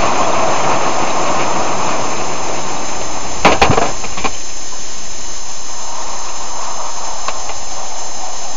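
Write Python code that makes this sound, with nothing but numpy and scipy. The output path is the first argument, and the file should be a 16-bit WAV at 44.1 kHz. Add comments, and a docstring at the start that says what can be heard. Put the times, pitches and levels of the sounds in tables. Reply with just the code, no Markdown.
"""Inside a car that slows down and drifts to the roadside behind a shattered windshield.
Tyre roar and wind in the cracks start loud, with a brief tick and a short gust-like surge, then die away.
Near 3.5 s something crashes twice against the broken pane and tumbles, and loose glass ticks as it settles.
From about 6 s oncoming traffic swells and passes, dropping in pitch, while a few more splinters snap.
All along, a small dashboard camera adds its own hiss and pulsing whine; the hardest blows overload it."""
import sys
import numpy as np
from scipy import signal
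from scipy.fft import rfft, irfft, next_fast_len
from scipy.io import wavfile

SR = 44100
rng = np.random.default_rng(int(sys.argv[2]) if len(sys.argv) > 2 else 0)


def persist_wave(psi):
    """Save psi, clipped to +-1, as 16-bit WAV."""
    counts = np.round(np.clip(psi, -1, 1) * 32767).astype(np.int16)
    wavfile.write(sys.argv[1], SR, np.atleast_2d(counts).T)


N = 377496
TIME = np.arange(N) / SR
AGE = TIME[:SR // 2]   # seconds since a hit

# Tone colours of the noises, each listed as (pitch [Hz], relative level [dB])
HISS_COLOUR = [(60, -2), (1000, -3.5), (2500, -4), (4000, -1.5), (6000, 1), (7300, 8.5), (8000, -37)]   # the camera's electronics
RUMBLE_COLOUR = [(40, -22), (80, -8), (115, -3.5), (200, -4), (330, 2.5), (480, -2.5), (700, -8.5),
                 (1500, -38)]   # the shaking car body
BOOM_COLOUR = [(15, -15), (30, -7.5), (55, 2), (90, -1), (130, -13), (300, -49)]   # the suspension
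SWAY_COLOUR = [(3, -5.5), (8, -10.5), (18, -12), (28, -8), (45, -27), (120, -62), (400, -79)]   # air swaying in the cabin
ROAR_COLOUR = [(300, -37), (480, -6.5), (630, -3.5), (760, -0.5), (960, -6), (1150, -2.5), (1350, -9.5),
               (1600, -20.5), (2600, -29)]   # tyres on the road
TREAD_COLOUR = [(450, -35), (650, -13.5), (810, -6), (900, -3.5), (990, -7), (1200, -12), (1500, -28),
                (2500, -44)]   # the hum of the tyre tread
WIND_COLOUR = [(900, -21), (1400, -0.5), (1900, -0.5), (2500, 5), (2900, -0.5), (3300, -9), (4500, -9),
               (7000, -22.5)]   # wind in the cracks
# The camera's electrical whine, an even ladder of tones: (rung [number], level [dB], flip time [s])
WHINE_TONES = [(0, -50.5, 0.00067), (1, -48, .001), (2, -42.5, 0.0025), (3, -39, .001), (4, -31.5, 0.00055),
               (5, -19.5, 0.00034)]
# Pitches that the closed cabin boosts: (pitch [Hz], width [Hz], boost [dB])
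CABIN_BOOSTS = [(122, 19, 4), (184, 58, 4), (342, 120, 1.5), (582, 43, 2.5), (648, 17, 7), (727, 22, 3),
                (940, 25, 4.5), (1054, 8.7, 7)]
# The car's speed, told by how loud its body rumbles: (time [s], level [dB])
SPEED_AS_RUMBLE = [(0, -23.5), (1.25, -24.5), (1.85, -26.5), (2.3, -29), (3.25, -31), (4.3, -38.5),
                   (4.6, -41), (5.25, -40.5), (5.55, -45), (6.2, -42), (8.5, -43.3)]
# Bumps in the road that rock the car: (time [s], boom level [dB])
ROAD_BUMPS = [(.02, -41), (1.3, -45), (3.15, -37.5), (3.6, -30.5), (4.17, -34.5), (5.2, -43), (6.4, -46),
              (7.5, -41)]
# Swells of tyre noise from oncoming traffic: (time [s], level [dB], half width [s])
TRAFFIC_SWELLS = [(6.07, -28, 0.3), (6.78, -25.5, 0.22), (7.22, -29, 0.27), (7.9, -29, 0.25),
                  (8.4, -30, .25)]
# Pitches at which grinding glass edges ring: (pitch [Hz], width [Hz], relative level [dB])
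GLASS_RINGS = [(1980, 230, -4.5), (2380, 260, 1.5), (2830, 260, 0), (3570, 630, -7), (4440, 840, -8),
               (5120, 970, -12.5), (6630, 410, -12)]
# Pitches at which the panel (pane and dashboard) rings: (pitch [Hz], width [Hz], relative level [dB])
PANEL_RINGS = [(171, 136, -9), (302, 53, -3.5), (439, 114, -2.5), (624, 102, -3), (770, 53, 2),
               (1022, 104, -2.5), (1245, 130, -6.5), (1660, 240, -11.5)]
# Splinters snapping off along the cracks: (time [s], snap level [dB], clink pitch [Hz], clink level [dB])
SPLINTERS = [(1.102, -23, 3900, -18), (3.013, -21, 550, -12), (4.122, -32, 2800, -24),
             (4.347, -33, 3070, -22), (6.285, -23, 2410, -33), (7.282, -12, 1110, -7.5),
             (7.492, -19, 2700, -30)]
# Low thumps during the crash and tumble: (time [s], level [dB], pitch [Hz], fade time [s])
LOW_THUMPS = [(3.618, -9, 60, .14), (3.697, 5.5, 119, 0.04), (3.834, -26, 134, 0.17),
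              (4.174, -23, 187, .18), (4.245, -15.5, 256, .11)]
# A brief tick and a short gust-like surge in the road noise, then (from 3.4 s) the blows on the pane:
# (time [s], panel level [dB], glass level [dB], base rise time [s], base fade time [s],
# ring pitch [Hz], ring level [dB])
SUDDEN_SOUNDS = [(0.13, -17, -28, .001, 0.07, 770, -25), (.652, -13.5, -31, 0.0064, 0.23, 741, -18),
                 (3.4464, 0, -3.5, 0.0009, 0.29, 653, -12), (3.516, -8.5, -7.5, 0.0015, 0.14, 770, -19),
                 (3.540, -11, -33, 0.0026, 0.084, 624, -15), (3.6153, -1.5, -2.5, 0.00052, .19, 794, 2),
                 (3.665, -15.5, -41, .002, 0.24, 439, -24), (3.704, -6, -12, 0.013, 0.16, 265, -6.5),
                 (3.729, -10.5, -13, .002, 0.096, 439, -16), (3.771, -5, -10, 0.0035, 0.1, 1140, -1.5),
                 (3.813, -9, -16, 0.0044, 0.22, 694, -3), (3.852, -17, -20.5, .004, 0.28, 770, -24),
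                 (3.884, -16, -34, .003, 0.14, 770, -24), (4.035, -19, -16, 0.0045, 0.15, 1100, -30),
                 (4.17, -22.5, -16.5, 0.006, 0.3, 1116, -21), (4.241, -13, -13, 0.00077, 0.14, 1093, -16),
                 (4.255, -14.5, -13.5, 0.0012, 0.12, 1087, -7), (4.721, -28, -45, .007, 0.27, 1015, -24)]

CRUISE_DB = -24   # the rumble at cruising speed
SNAP_RISE_S, SNAP_FADE_S = 0.0005, 0.073   # a fade time is how long a sound takes to fall by 60 dB


def from_db(db):
    """Turn decibels into a number to multiply by."""
    return 10 ** (np.asarray(db) / 20)


def unit_power(x):
    """Scale a signal so that its average power is one."""
    return x / np.sqrt(np.mean(x ** 2) + 1e-20)


def noise(colour):
    """Noise with the given tone colour and a power of one."""
    hz, db = np.transpose(colour)
    size = next_fast_len(N)
    pitches = np.maximum(np.fft.rfftfreq(size, 1 / SR), 1)
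    gain = from_db(np.interp(np.log(pitches), np.log(hz), db))
    return unit_power(irfft(rfft(rng.standard_normal(size)) * gain, size)[:N])


def drift(per_s):
    """A random wobble that heads for a new value per_s times a second."""
    points = rng.standard_normal(4096)
    return unit_power(np.interp(TIME * per_s, np.arange(len(points)), points))


def crackle(per_s, spread_db):
    """Tiny random clicks; spread_db sets how uneven their sizes are."""
    sizes = from_db(spread_db * np.minimum(rng.exponential(1, N), 4))
    return unit_power(sizes * rng.choice([-1, 1], N) * (rng.random(N) < per_s / SR))


def resonate(x, rings):
    """Make a signal ring at several pitches at once; white noise keeps about the same power."""
    out, power = 0, 0
    for k, (hz, width, db) in enumerate(rings):
        decay = np.exp(-np.pi * width / SR)
        gain = from_db(db) * (-1) ** k   # every second ring is upside down
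        scale = (1 - decay ** 2) / 2
        feedback = [1, -2 * decay * np.cos(2 * np.pi * hz / SR), decay ** 2]
        out = out + gain * signal.lfilter([scale, 0, -scale], feedback, x + 1e-18)
        power += gain ** 2 * scale
    return out / np.sqrt(power)


def low_pass(x, hz, edge_hz=70):
    """Cut away everything above a pitch, without delaying the sound."""
    margin = SR // 20
    padded = np.pad(x, (margin, next_fast_len(N + 2 * margin) - N - margin), mode="reflect")
    gain = .5 - .5 * np.tanh((np.fft.rfftfreq(len(padded), 1 / SR) - hz) / edge_hz)
    return irfft(rfft(padded) * gain, len(padded))[margin:margin + N]


def burst(db, rise_s, fade_s):
    """The loudness of one short sound: it rises and dies away."""
    return from_db(db) * np.exp(-np.log(1000) * AGE / fade_s) * -np.expm1(-AGE / rise_s)


def ping(db, hz, rise_s, fade_s):
    """One pure tone that swells and dies away."""
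    return burst(db, rise_s, fade_s) * np.sin(2 * np.pi * hz * AGE)


def placed(pieces):
    """Lay out (time [s], short sound) pairs on one track."""
    out = np.zeros(N + SR)
    for s, piece in pieces:
        start = round(s * SR)
        out[start:start + len(piece)] += piece
    return out[:N]


def camera_hiss(level_db=-32, waver_db=1.0):
    """The camera's own hiss, wavering a little in level."""
    return from_db(level_db + waver_db * drift(per_s=35)) * noise(HISS_COLOUR)


def camera_whine(base_hz=1810.4, step_hz=1125.4, seam_hz=65.36, waver_db=1.0):
    """Electrical tones flip over at each seam between the camera's blocks of sound: a ticking buzz."""
    blocks = TIME * seam_hz - 0.69
    from_seam_s = np.sin(np.pi * blocks) / (np.pi * seam_hz)   # crosses zero at each seam
    tones = 0
    for rung, db, flip_s in WHINE_TONES:
        cycles = (base_hz + np.round(rung) * step_hz) * TIME + rng.random()
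        flip = np.tanh(from_seam_s / flip_s)
        tones = tones + from_db(db) * np.sqrt(2) * np.sin(2 * np.pi * cycles) * flip
    seams = np.diff(np.floor(blocks), prepend=np.floor(blocks[0]))
    ticks = seams * rng.choice([-1, 1], N) * from_db(-25 + 8.5 * rng.standard_normal(N))
    return tones * from_db(waver_db * drift(per_s=60)) + resonate(ticks, [(7240, 830, 0)])


def cabin(x):
    """Sound bouncing in the closed cabin boosts a few pitches; the overall level stays the same."""
    out = x
    for hz, width, boost_db in CABIN_BOOSTS:
        band = signal.lfilter(*signal.iirpeak(hz, hz / width, fs=SR), x)
        out = out + (from_db(boost_db) - 1) * band
    return out * np.std(x) / np.std(out)


def speed_db():
    """The rumble compared with cruising: it goes below zero as the car slows."""
    times, levels = np.transpose(SPEED_AS_RUMBLE)
    return np.interp(TIME, times, levels) - CRUISE_DB


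def faint_crackle(cruising_db=-36, low_hz=1700, high_hz=4300, count=16):
    """A faint, dry, high crackle that gets quieter as the car slows."""
    ticks = crackle(per_s=200, spread_db=2.0)
    choice = rng.integers(0, count, N)   # which pitch each tick gets
    pitches = np.geomspace(low_hz, high_hz, count)
    pings = sum(resonate(ticks * (choice == k), [(hz, 70, 0)]) for k, hz in enumerate(pitches))
    return unit_power(pings) * from_db(cruising_db + 0.5 * speed_db())


def tyres(tread_share, tread_hz):
    """Rolling tyres make a broad roar, and their tread hums at a gliding pitch."""
    position_s = np.cumsum(tread_hz / 900) / SR   # play a 900 Hz hum faster or slower
    tread = np.interp(position_s % TIME[-1], TIME, noise(TREAD_COLOUR))
    return np.sqrt(1 - tread_share) * noise(ROAR_COLOUR) + np.sqrt(tread_share) * tread


def driving(boom_db=-45.5, roar_db=-16.5, wind_db=-26):
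    """Rumble, boom, tyre roar and wind fade as the car slows; rough asphalt shakes them together."""
    speed = speed_db()
    shake = from_db(0.86 * drift(per_s=24) + 0.47 * drift(per_s=12))
    rumble = noise(RUMBLE_COLOUR) * from_db(CRUISE_DB + speed)
    boom = noise(BOOM_COLOUR) * from_db(boom_db + 0.75 * speed)
    roar = tyres(tread_share=0.27, tread_hz=956 + 8 * speed) * from_db(roar_db + 1.395 * speed)
    wind = noise(WIND_COLOUR) * from_db(wind_db + speed + 1.53 * drift(per_s=37))
    return shake * (rumble + boom + roar + wind)


def rocking(bump_width_s=0.17, steady_sway_db=-40.5, sway_over_boom_db=4.5):
    """Each bump makes the suspension boom and the cabin air sway harder for a moment."""
    bumps = sum(from_db(db) * np.exp(-.5 * ((TIME - s) / bump_width_s) ** 2) for s, db in ROAD_BUMPS)
    sway = from_db(steady_sway_db) + from_db(sway_over_boom_db) * bumps
    return noise(BOOM_COLOUR) * bumps + noise(SWAY_COLOUR) * sway


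def traffic(pass_s=7.3, glide_s=0.3, pass_hz=865.5, draught_db=-16):
    """Oncoming tyres swell and drop in pitch as they pass; their draught hisses in the cracks."""
    power = sum(from_db(db) ** 2 / (1 + ((TIME - s) / width) ** 2) ** 1.41
                for s, db, width in TRAFFIC_SWELLS)
    falling_hz = pass_hz * (1 - 0.095 * np.tanh((TIME - pass_s) / glide_s))
    gusts = from_db(1.25 * drift(per_s=16))
    roar = tyres(tread_share=0.64, tread_hz=falling_hz)
    draught = from_db(draught_db) * noise(WIND_COLOUR)
    return np.sqrt(power) * gusts * (roar + draught)


def settling_glass(level_db=-39, peak_s=4.25, width_s=0.2):
    """Loose splinters tick against each other while the pane settles after the crash."""
    unrest = np.exp(-.5 * ((TIME - peak_s) / width_s) ** 2)
    ticks = crackle(per_s=150, spread_db=3.5)
    return from_db(level_db) * resonate(unrest * ticks, GLASS_RINGS)


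def snapping_glass():
    """Each splinter snaps in one short rush, too light to stir the panel's two lowest rings."""
    snaps = placed((s, burst(db, SNAP_RISE_S, SNAP_FADE_S)) for s, db, _, _ in SPLINTERS)
    rush = snaps * crackle(per_s=9700, spread_db=3.0)
    return resonate(rush, GLASS_RINGS) + resonate(rush, PANEL_RINGS[2:])


def clunks(ring_rise_s=0.0023, thump_rise_s=0.002, fade_share=0.47):
    """A short ring for each sudden sound, low thumps during the crash and tumble, and splinter clinks."""
    rings = [(s, ping(db, hz, ring_rise_s, fade * fade_share)) for s, *_, fade, hz, db in SUDDEN_SOUNDS]
    thumps = [(s, ping(db, hz, thump_rise_s, fade)) for s, db, hz, fade in LOW_THUMPS]
    clinks = [(s, ping(db, hz, SNAP_RISE_S, SNAP_FADE_S * fade_share)) for s, _, hz, db in SPLINTERS]
    return placed(rings + thumps + clinks)


def crash(panel_rise_share=0.24, glass_fade_share=0.74):
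    """The early tick and surge, then the blows, where glass cracks briefly and the panel rings longer."""
    panel_power = placed((s, burst(db, rise * panel_rise_share, fade) ** 2)
                         for s, db, _, rise, fade, _, _ in SUDDEN_SOUNDS)
    glass_power = placed((s, burst(db, rise, fade * glass_fade_share) ** 2)
                         for s, _, db, rise, fade, _, _ in SUDDEN_SOUNDS)
    panel = resonate(np.sqrt(panel_power) * crackle(per_s=6000, spread_db=0), PANEL_RINGS)
    glass = resonate(np.sqrt(glass_power) * crackle(per_s=9900, spread_db=3.5), GLASS_RINGS)
    return panel + glass


def scene():
    """Road, glass and a faint crackle in the cabin, plus the camera's own noises."""
    hiss = camera_hiss()
    road = driving() + rocking() + traffic()
    clatter = crash() + snapping_glass() + settling_glass() + faint_crackle()
    return (cabin(road + clatter) + clunks() + camera_whine() + hiss)[None]


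def record(dry, band_hz=7270, off_centre=-0.28, shift_hz=3900, top_hz=15800):
    """The camera cuts the highs, overloads unevenly and adds two faint copies of the treble higher up."""
    overloaded = np.clip(low_pass(dry[0], band_hz) + off_centre, -1, 1)
    narrow = low_pass(overloaded, band_hz)
    treble = signal.hilbert(narrow - low_pass(narrow, 5100))   # in a form that can be shifted in pitch
    shift = np.exp(2j * np.pi * shift_hz * TIME)
    copies = np.real(treble * (from_db(-31) * shift + from_db(-46) * shift ** 2))
    clipped = np.clip(narrow + copies, -1, 1)   # the blows hit the limit once more
    return low_pass(clipped, top_hz)[None]


dry = scene()
out = record(dry)
persist_wave(out)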